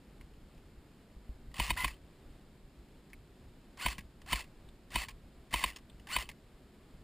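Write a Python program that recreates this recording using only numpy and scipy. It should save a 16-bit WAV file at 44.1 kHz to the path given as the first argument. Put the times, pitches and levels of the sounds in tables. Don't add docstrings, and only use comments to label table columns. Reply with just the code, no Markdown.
import sys
import numpy as np
from scipy import signal
from scipy.fft import rfft, irfft
from scipy.io import wavfile
from scipy.ndimage import uniform_filter1d

SR = 44100
rng = np.random.default_rng(int(sys.argv[2]) if len(sys.argv) > 2 else 0)


def boost_factor(decibels):
    exponent = np.asarray(decibels, float) / 20
    return 10 ** exponent


def unload_wav(signal):
    wavfile.write(
        sys.argv[1],
        SR,
        np.round(np.clip(np.atleast_2d(signal).T, -1, 1) * 32767).astype(np.int16),
    )


N = 310023

# pitch_hz, level_db (per Hz)
MURMUR = [(71, -34), (120, -4), (151, -4), (220, -2.5), (326, -7), (359, -6), (452, -11.5), (1080, -20.5),
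          (3610, -26), (5180, -27.5), (6000, -33), (7800, -68), (13200, -120)]
# pitch_hz, level_db (per Hz)
BREEZE_COLOUR = [(8.8, -31), (15, -1), (32, -2), (48, -1), (61, -1.5), (81, -7.5), (160, -13.5), (210, -31),
                 (350, -120)]
# time_s,
# level_db
BREEZE_LEVEL = [(0.0, -57.5), (0.4, -57.5), (1.29, -61), (1.51, -55), (1.76, -47), (1.94, -56), (2.8, -61),
                (3.39, -57.5), (3.739, -60.5), (3.93, -57.5), (5.15, -58.5), (5.582, -60.5), (5.97, -60.5),
                (6.27, -55), (6.42, -60), (7.03, -58.5)]
# start_s, peak_db, ring_hz, ring_db
LOOSE_TICKS = [(0.21, -46, 1800, 3), (0.336, -54, 2690, 7), (0.578, -53, 2620, 6), (1.513, -48.5, 2420, 2),
               (3.1, -50, 2400, -2), (3.131, -40.5, 2300, 11.5), (4.216, -43.5, 3050, -4),
               (4.44, -42, 2080, -2), (4.475, -53, 2450, 4), (4.687, -50, 3600, 8), (5.103, -43, 2860, 2),
               (5.897, -52, 3500, 14), (5.996, -48, 2700, 7.5)]
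# start_s, sway_db, knock_db, wobble_db
HEAD_BUMPS = [
    (1.165, -41, -50.5, -67),
    (1.2928, -32.5, -47, -53),
    (1.356, -44, -62, -62),
    (1.463, -44, -66, -67),
    (3.986, -44, -40, -66),
]
# pitch_hz, t60_s
MOUNT_SWINGS = [(52.8, 0.15), (187, 0.05), (97, 0.056)]
# lag_ms, direction, sway_db, knock_db, wobble_db
SHOT_JOLTS = [
    (-6.5, -0.91, -36, -3, 1.5),
    (2.5, 1, -9.5, -38, -17.5),
    (5, -1.17, -2.5, -2.5, -4.5),
    (14.5, 0.87, 5.5, -16, -35),
]
# start_s, full_load_after_s, top_mesh_hz, trigger_click_db
PULLS = [
    (1.541, 0.053, 1150, -32),
    (1.757, .017, 1015, -60),
    (3.772, .048, 1492, -43),
    (4.261, 0.054, 1350, -41),
    (4.904, 0.05, 1099, -38),
    (5.508, 0.03, 1098, -39),
    (6.07, 0.052, 1501, -35),
]
PULL_WHINE_DB = [-10, -3, -6, -8, -11, -14, -5]
# length_s, level_db, end_mesh_hz, whine_db, song_db
RUN_ONS = [
    (.105, -35, 810, -22, -24),
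    (.052, -48, 1000, -18, -24),
    (.068, -45, 900, -15, -14),
    (.068, -38.5, 760, -18, -16),
    (.08, -38.5, 340, -14.5, -12.5),
    (0.081, -37, 950, -9, -14.5),
    (.1, -36.5, 780, -9, -13),
    (0.063, -42.5, 1000, -9, -19),
    (0.065, -38, 280, -17.5, -14),
]
# multiple_of_mesh_rate, winding_db, running_on_db
MESH_TONES = [(1, -4, -14), (1.4, -10, -25), (2, 0, 0), (3, 0, -20)]
# pitch_hz, level_db
CASE_SONG = [(1085, -9), (2010, -2), (2610, 1), (4460, -1)]
# pitch_hz, width_hz, level_db
CASE = [(1102, 110, 1.5), (1603, 176, -3.5), (1994, 196, -0.3), (2620, 420, 4), (3040, 540, -11),
        (4025, 93, -6.5), (4180, 210, -25.5), (5630, 170, -12.5)]
# start_s, peak_db
CATCHES = [(1.615, -32), (1.773, -41), (1.878, -28.5), (3.883, -25), (4.355, -24.5), (4.925, -45),
           (4.986, -31), (5.527, -30), (5.572, -47), (5.659, -32), (5.677, -31), (6.186, -26)]
# start_s, peak_db, ring_hz
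RELEASES = [
    (3.981, -33.5, 1990),
    (5.084, -32, 2330),
    (5.76, -36.5, 5400),
    (6.289, -34, 2000),
]
# lag_s, level_db
BOUNCES = [
    (0, 3),
    (.008, -3.5),
    (.024, -9.5),
]
# pitch_hz, t60_s, level_db, width_hz
TRIGGER_RING = (2620, 0.028, 2, 1100)
CATCH_RING = (2370, 0.045, 5, 1140)
# t60_s, level_db, width_hz
RELEASE_RING = (.036, 0.67, 740)
# pitch_hz, t60_s, level_db, width_hz
LATCH_RING = (3050, .04, 20, 300)
# start_s, peak_db, jolt_db, jolt_lag_ms
SLAMS = [
    (1.5983, -17.5, -33, 0.082),
    (1.7045, -16, -35.5, 0.087),
    (1.8444, -16.5, -36, 0.8),
    (3.8614, -15.5, -35, 0.1),
    (4.3294, -15, -34.5, 0.12),
    (4.9572, -16, -35.5, 0.1),
    (5.5394, -15, -37, 0.074),
    (5.6391, -15, -41, 4.2),
    (6.163, -16, -41.5, 4.11),
]
# lag_ms, level_db
CONTACTS = [(-7.0, -15), (-3.2, -13), (-1.3, -9), (-0.4, -2), (0.75, 0), (2.7, -5), (4.6, -8), (5.7, -8),
            (6.8, -11), (8.0, -13), (10.7, -12), (12.7, -17)]
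# pitch_hz, level_db, t60_s
BODY = [(313, -26, 0.091), (686, -19, 0.022), (1580, -32, 0.021), (2158, -8, 0.016), (2473, -13.5, 0.026),
        (3014, -9, 0.014), (3770, -19.5, 0.027), (4350, -14.5, 0.0075), (4720, -15, 0.0057),
        (5560, -23.5, 0.016)]
# level_db, t60_s
CYLINDER = (-10.5, 0.015)
CYLINDER_HZ = [960, 965, 1030, 985, 982, 966, 968, 1020, 994]
# pitch_hz, level_db (per Hz)
SPREAD = [(12, -35), (20, -23), (86, 2), (723, -11.5), (4240, -14.5), (5940, -20), (8560, -19.5),
          (10000, -30), (13000, -52), (22000, -120)]

START_DB, FULL_LOAD_DB = -55.5, -37.5


def strikes(seconds, sizes):
    out = np.full(N, 1e-18)
    np.add.at(out, (np.ravel(seconds) * SR).round().astype(int), np.ravel(sizes))
    return out


def ring(clicks, hz, t60):
    r, w = boost_factor(-60 / (t60 * SR)), 2 * np.pi * hz / SR
    return signal.lfilter([0, np.sin(w)], [1, -2 * r * np.cos(w), r * r], clicks)


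def resonance(x, hz, width_hz):
    r = np.exp(-np.pi * width_hz / SR)
    top = np.array([1, 0, -1]) * (1 - r * r) / 2
    return signal.lfilter(top, [1, -2 * r * np.cos(2 * np.pi * hz / SR), r * r], x)


def rms_one(x):
    return x / np.sqrt(np.mean(x ** 2) + 1e-20)


def coloured(spectrum):
    hz, db = np.transpose(spectrum)
    grid = np.arange(1, N // 2 + 2) * SR / N
    shape_db = np.interp(np.log(grid), np.log(hz), db, -90, -90)
    return rms_one(irfft(rfft(rng.standard_normal(N)) * boost_factor(shape_db), N))


def drift(rate_hz):
    smooth = signal.butter(2, rate_hz, fs=SR, output="sos")
    return rms_one(signal.sosfilt(smooth, rng.standard_normal(N)))


def without_lows(x, hz):
    return signal.sosfilt(signal.butter(2, hz, "high", fs=SR, output="sos"), x)


def gear_case(x):
    return sum(boost_factor(db) * (-1) ** k * resonance(x, hz, width) for k, (hz, width, db) in enumerate(CASE))


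def yard():
    s, db = np.transpose(BREEZE_LEVEL)
    breeze_db = np.interp(np.arange(N) / SR, s, db) + 2.8 * drift(6.8)
    breeze = boost_factor(breeze_db) * coloured(BREEZE_COLOUR)
    murmur = boost_factor(-61 + 0.5 * drift(2.3)) * coloured(MURMUR)
    return murmur + breeze


def rattles():
    loose = [(s, db, hz, 0.033, ring_db, 1100) for s, db, hz, ring_db in LOOSE_TICKS]
    trigger = [(s, click_db, *TRIGGER_RING) for s, _, _, click_db in PULLS]
    catches = [(s, db, *CATCH_RING) for s, db in CATCHES]
    latch = [(row[0] + 0.0895, -54, *LATCH_RING) for row in SLAMS]
    released = [(s + lag, db + less_db, hz, *RELEASE_RING)
                for s, db, hz in RELEASES for lag, less_db in BOUNCES]
    return trigger + catches + latch + released + loose


def ticks(case_db, bare_db, rise_s):
    rows = rattles()
    burst, rung = np.zeros(N), np.zeros(N)
    age = np.arange(3000) / SR
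    noises = rng.standard_normal((len(rows), len(age)))
    for (s, db, hz, t60, ring_db, width_hz), noise in zip(rows, noises):
        i = round(s * SR)
        rattle = boost_factor(db - 60 * age / t60) * noise * np.minimum(age / rise_s, 1)
        burst[i:i + len(age)] += rattle
        part = resonance(resonance(rattle, hz, width_hz), hz, width_hz)
        rung[i:i + len(age)] += boost_factor(ring_db) * part
    return rung + boost_factor(case_db) * gear_case(burst) + boost_factor(bare_db) * without_lows(burst, 900)


def mount():
    s, _, jolt_db, lag_ms = np.transpose(SLAMS)[:, :, None]
    ms, sign, *shot_db = np.transpose(SHOT_JOLTS)
    bump_s, *bump_db = np.transpose(HEAD_BUMPS)
    at = s + (ms + lag_ms * (ms > 0)) / 1000
    out = 0
    for (hz, t60), a, b in zip(MOUNT_SWINGS, shot_db, bump_db):
        pushes = strikes(at, sign * boost_factor(jolt_db + a)) - strikes(bump_s, boost_factor(b))
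        out = out + ring(pushes, hz, t60)
    return out


def motor():
    free_hz = 1407
    sag, brake = 31, 666
    creep_db, creep_fall, creep_s = -41, 200, 0.06
    start_share, spin_up_share = 0.5, 1.4
    t, slam_s = np.arange(N) / SR, np.transpose(SLAMS)[0]
    state = np.zeros((5, N))
    state[0] = -120
    for s, (length, db, end_hz, whine_db, song_db) in zip(slam_s, RUN_ONS):
        here = (t >= s) & (t < s + length + creep_s)
        age = t[here] - s
        unloaded_db = -4 * (age < 0.02)
        turning_db = db + unloaded_db - sag * age - brake * np.maximum(age - length, 0)
        state[0, here] = np.maximum(turning_db, np.minimum(creep_db - creep_fall * age, db))
        state[1, here] = np.maximum(free_hz + (end_hz - free_hz) * age / length, 100)
        state[2:, here] = [[whine_db], [song_db], [0]]
    for (s, rise, top_hz, _), whine_db in zip(PULLS, PULL_WHINE_DB):
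        here = (t >= s) & (t < slam_s[slam_s > s][0])
        age = t[here] - s
        state[0, here] = START_DB + (FULL_LOAD_DB - START_DB) * np.minimum(age / rise, 1)
        missing = np.cos(np.pi / 2 * np.minimum(age / (spin_up_share * rise), 1)) ** 2
        state[1, here] = top_hz * (1 - (1 - start_share) * missing)
        state[2:, here] = [[whine_db], [-18], [1]]
    return state


def gears(level_db, per_s, uneven_db, throb_db, through_db):
    hit = rng.random(N) < per_s / SR
    size = boost_factor(uneven_db * np.minimum(rng.exponential(1, N), 3))
    teeth = hit * size * rng.choice([-1, 1], N) * boost_factor(throb_db * drift(144))
    rattle = rms_one(gear_case(teeth) + boost_factor(through_db) * without_lows(teeth, 800))
    return uniform_filter1d(boost_factor(level_db), size=130) * rattle


def whine(state, wobble, flutter_db, swell_db):
    level_db, mesh_hz, whine_db, song_db, winding = state
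    below_full_db = level_db - FULL_LOAD_DB
    pitches = []
    for k, on_db, off_db in MESH_TONES:
        thinned_db = on_db + (k - 1) * 0.3 * below_full_db
        pitches.append((k * mesh_hz, whine_db + np.where(winding, thinned_db, off_db)))
    for hz, db in CASE_SONG:
        pitches.append((hz, song_db + db + swell_db * drift(4.8)))
    tones = []
    for hz, db in pitches:
        loudness = uniform_filter1d(boost_factor(level_db + db + flutter_db * drift(91)), size=130)
        turns = np.cumsum(hz * (1 + wobble * drift(97))) / SR
        tones.append(loudness * np.sin(2 * np.pi * turns))
    tones[3] = resonance(tones[3], 4370, 500)
    return sum(tones)


def slams(scatter_db, slip_ms, puff_db, puff_t60):
    s, peak_db = np.transpose(SLAMS)[:2, :, None]
    ms, contact_db = np.transpose(CONTACTS)
    at = s + (ms + slip_ms * rng.standard_normal((len(s), len(ms)))) / 1000
    body = 0
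    for k, (hz, db, t60) in enumerate(BODY):
        hit_db = peak_db + contact_db + db + scatter_db * rng.standard_normal(at.shape)
        body = body + (-1) ** k * ring(strikes(at, boost_factor(hit_db)), hz, t60)
    db, t60 = CYLINDER
    sizes = boost_factor(peak_db + db + scatter_db * rng.standard_normal(s.shape))
    boom = 0
    for when, size, hz in zip(s, sizes, CYLINDER_HZ):
        first = ring(strikes(when + 0.0008, size), hz, t60)
        boom = boom + ring(first, 1.04 * hz, t60)
    boom = boom * 40 / (t60 * SR)
    puff = signal.lfilter([1], [1, -boost_factor(-60 / (puff_t60 * SR))], strikes(s, boost_factor(peak_db + puff_db)))
    slam = body + boom + gear_case(puff * rng.standard_normal(N))
    return slam - 1.4 * resonance(slam, 478, 220)


def scene():
    state = motor()
    sound = yard() + ticks(case_db=1.5, bare_db=-3.5, rise_s=0.0013) + mount()
    sound = sound + gears(state[0], per_s=6000, uneven_db=2.5, throb_db=2.5, through_db=-6.5)
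    sound = sound + whine(state, wobble=0.00491, flutter_db=4.0, swell_db=2.0)
    sound = sound + slams(scatter_db=1.5, slip_ms=0.03, puff_db=-9.5, puff_t60=0.035)
    return np.tile(sound, (2, 1))


def roll_off(x):
    return signal.sosfilt(signal.butter(12, 15850, fs=SR, output="sos"), x)


def record(dry):
    guarded = signal.sosfilt(signal.butter(6, 5850, fs=SR, output="sos"), dry[0])
    held = np.repeat(signal.resample_poly(guarded, 40, 147), 4)
    mid = signal.resample_poly(held, 147, 160)[:N]
    mid = mid + boost_factor(-87.5) * rng.standard_normal(N)
    mid = signal.sosfilt(signal.cheby2(16, 55, 15650, fs=SR, output="sos"), mid)
    side = boost_factor(-78) * coloured(SPREAD)
    return roll_off(np.array([mid + side, mid - side]))


dry = scene()
out = record(dry)
unload_wav(out)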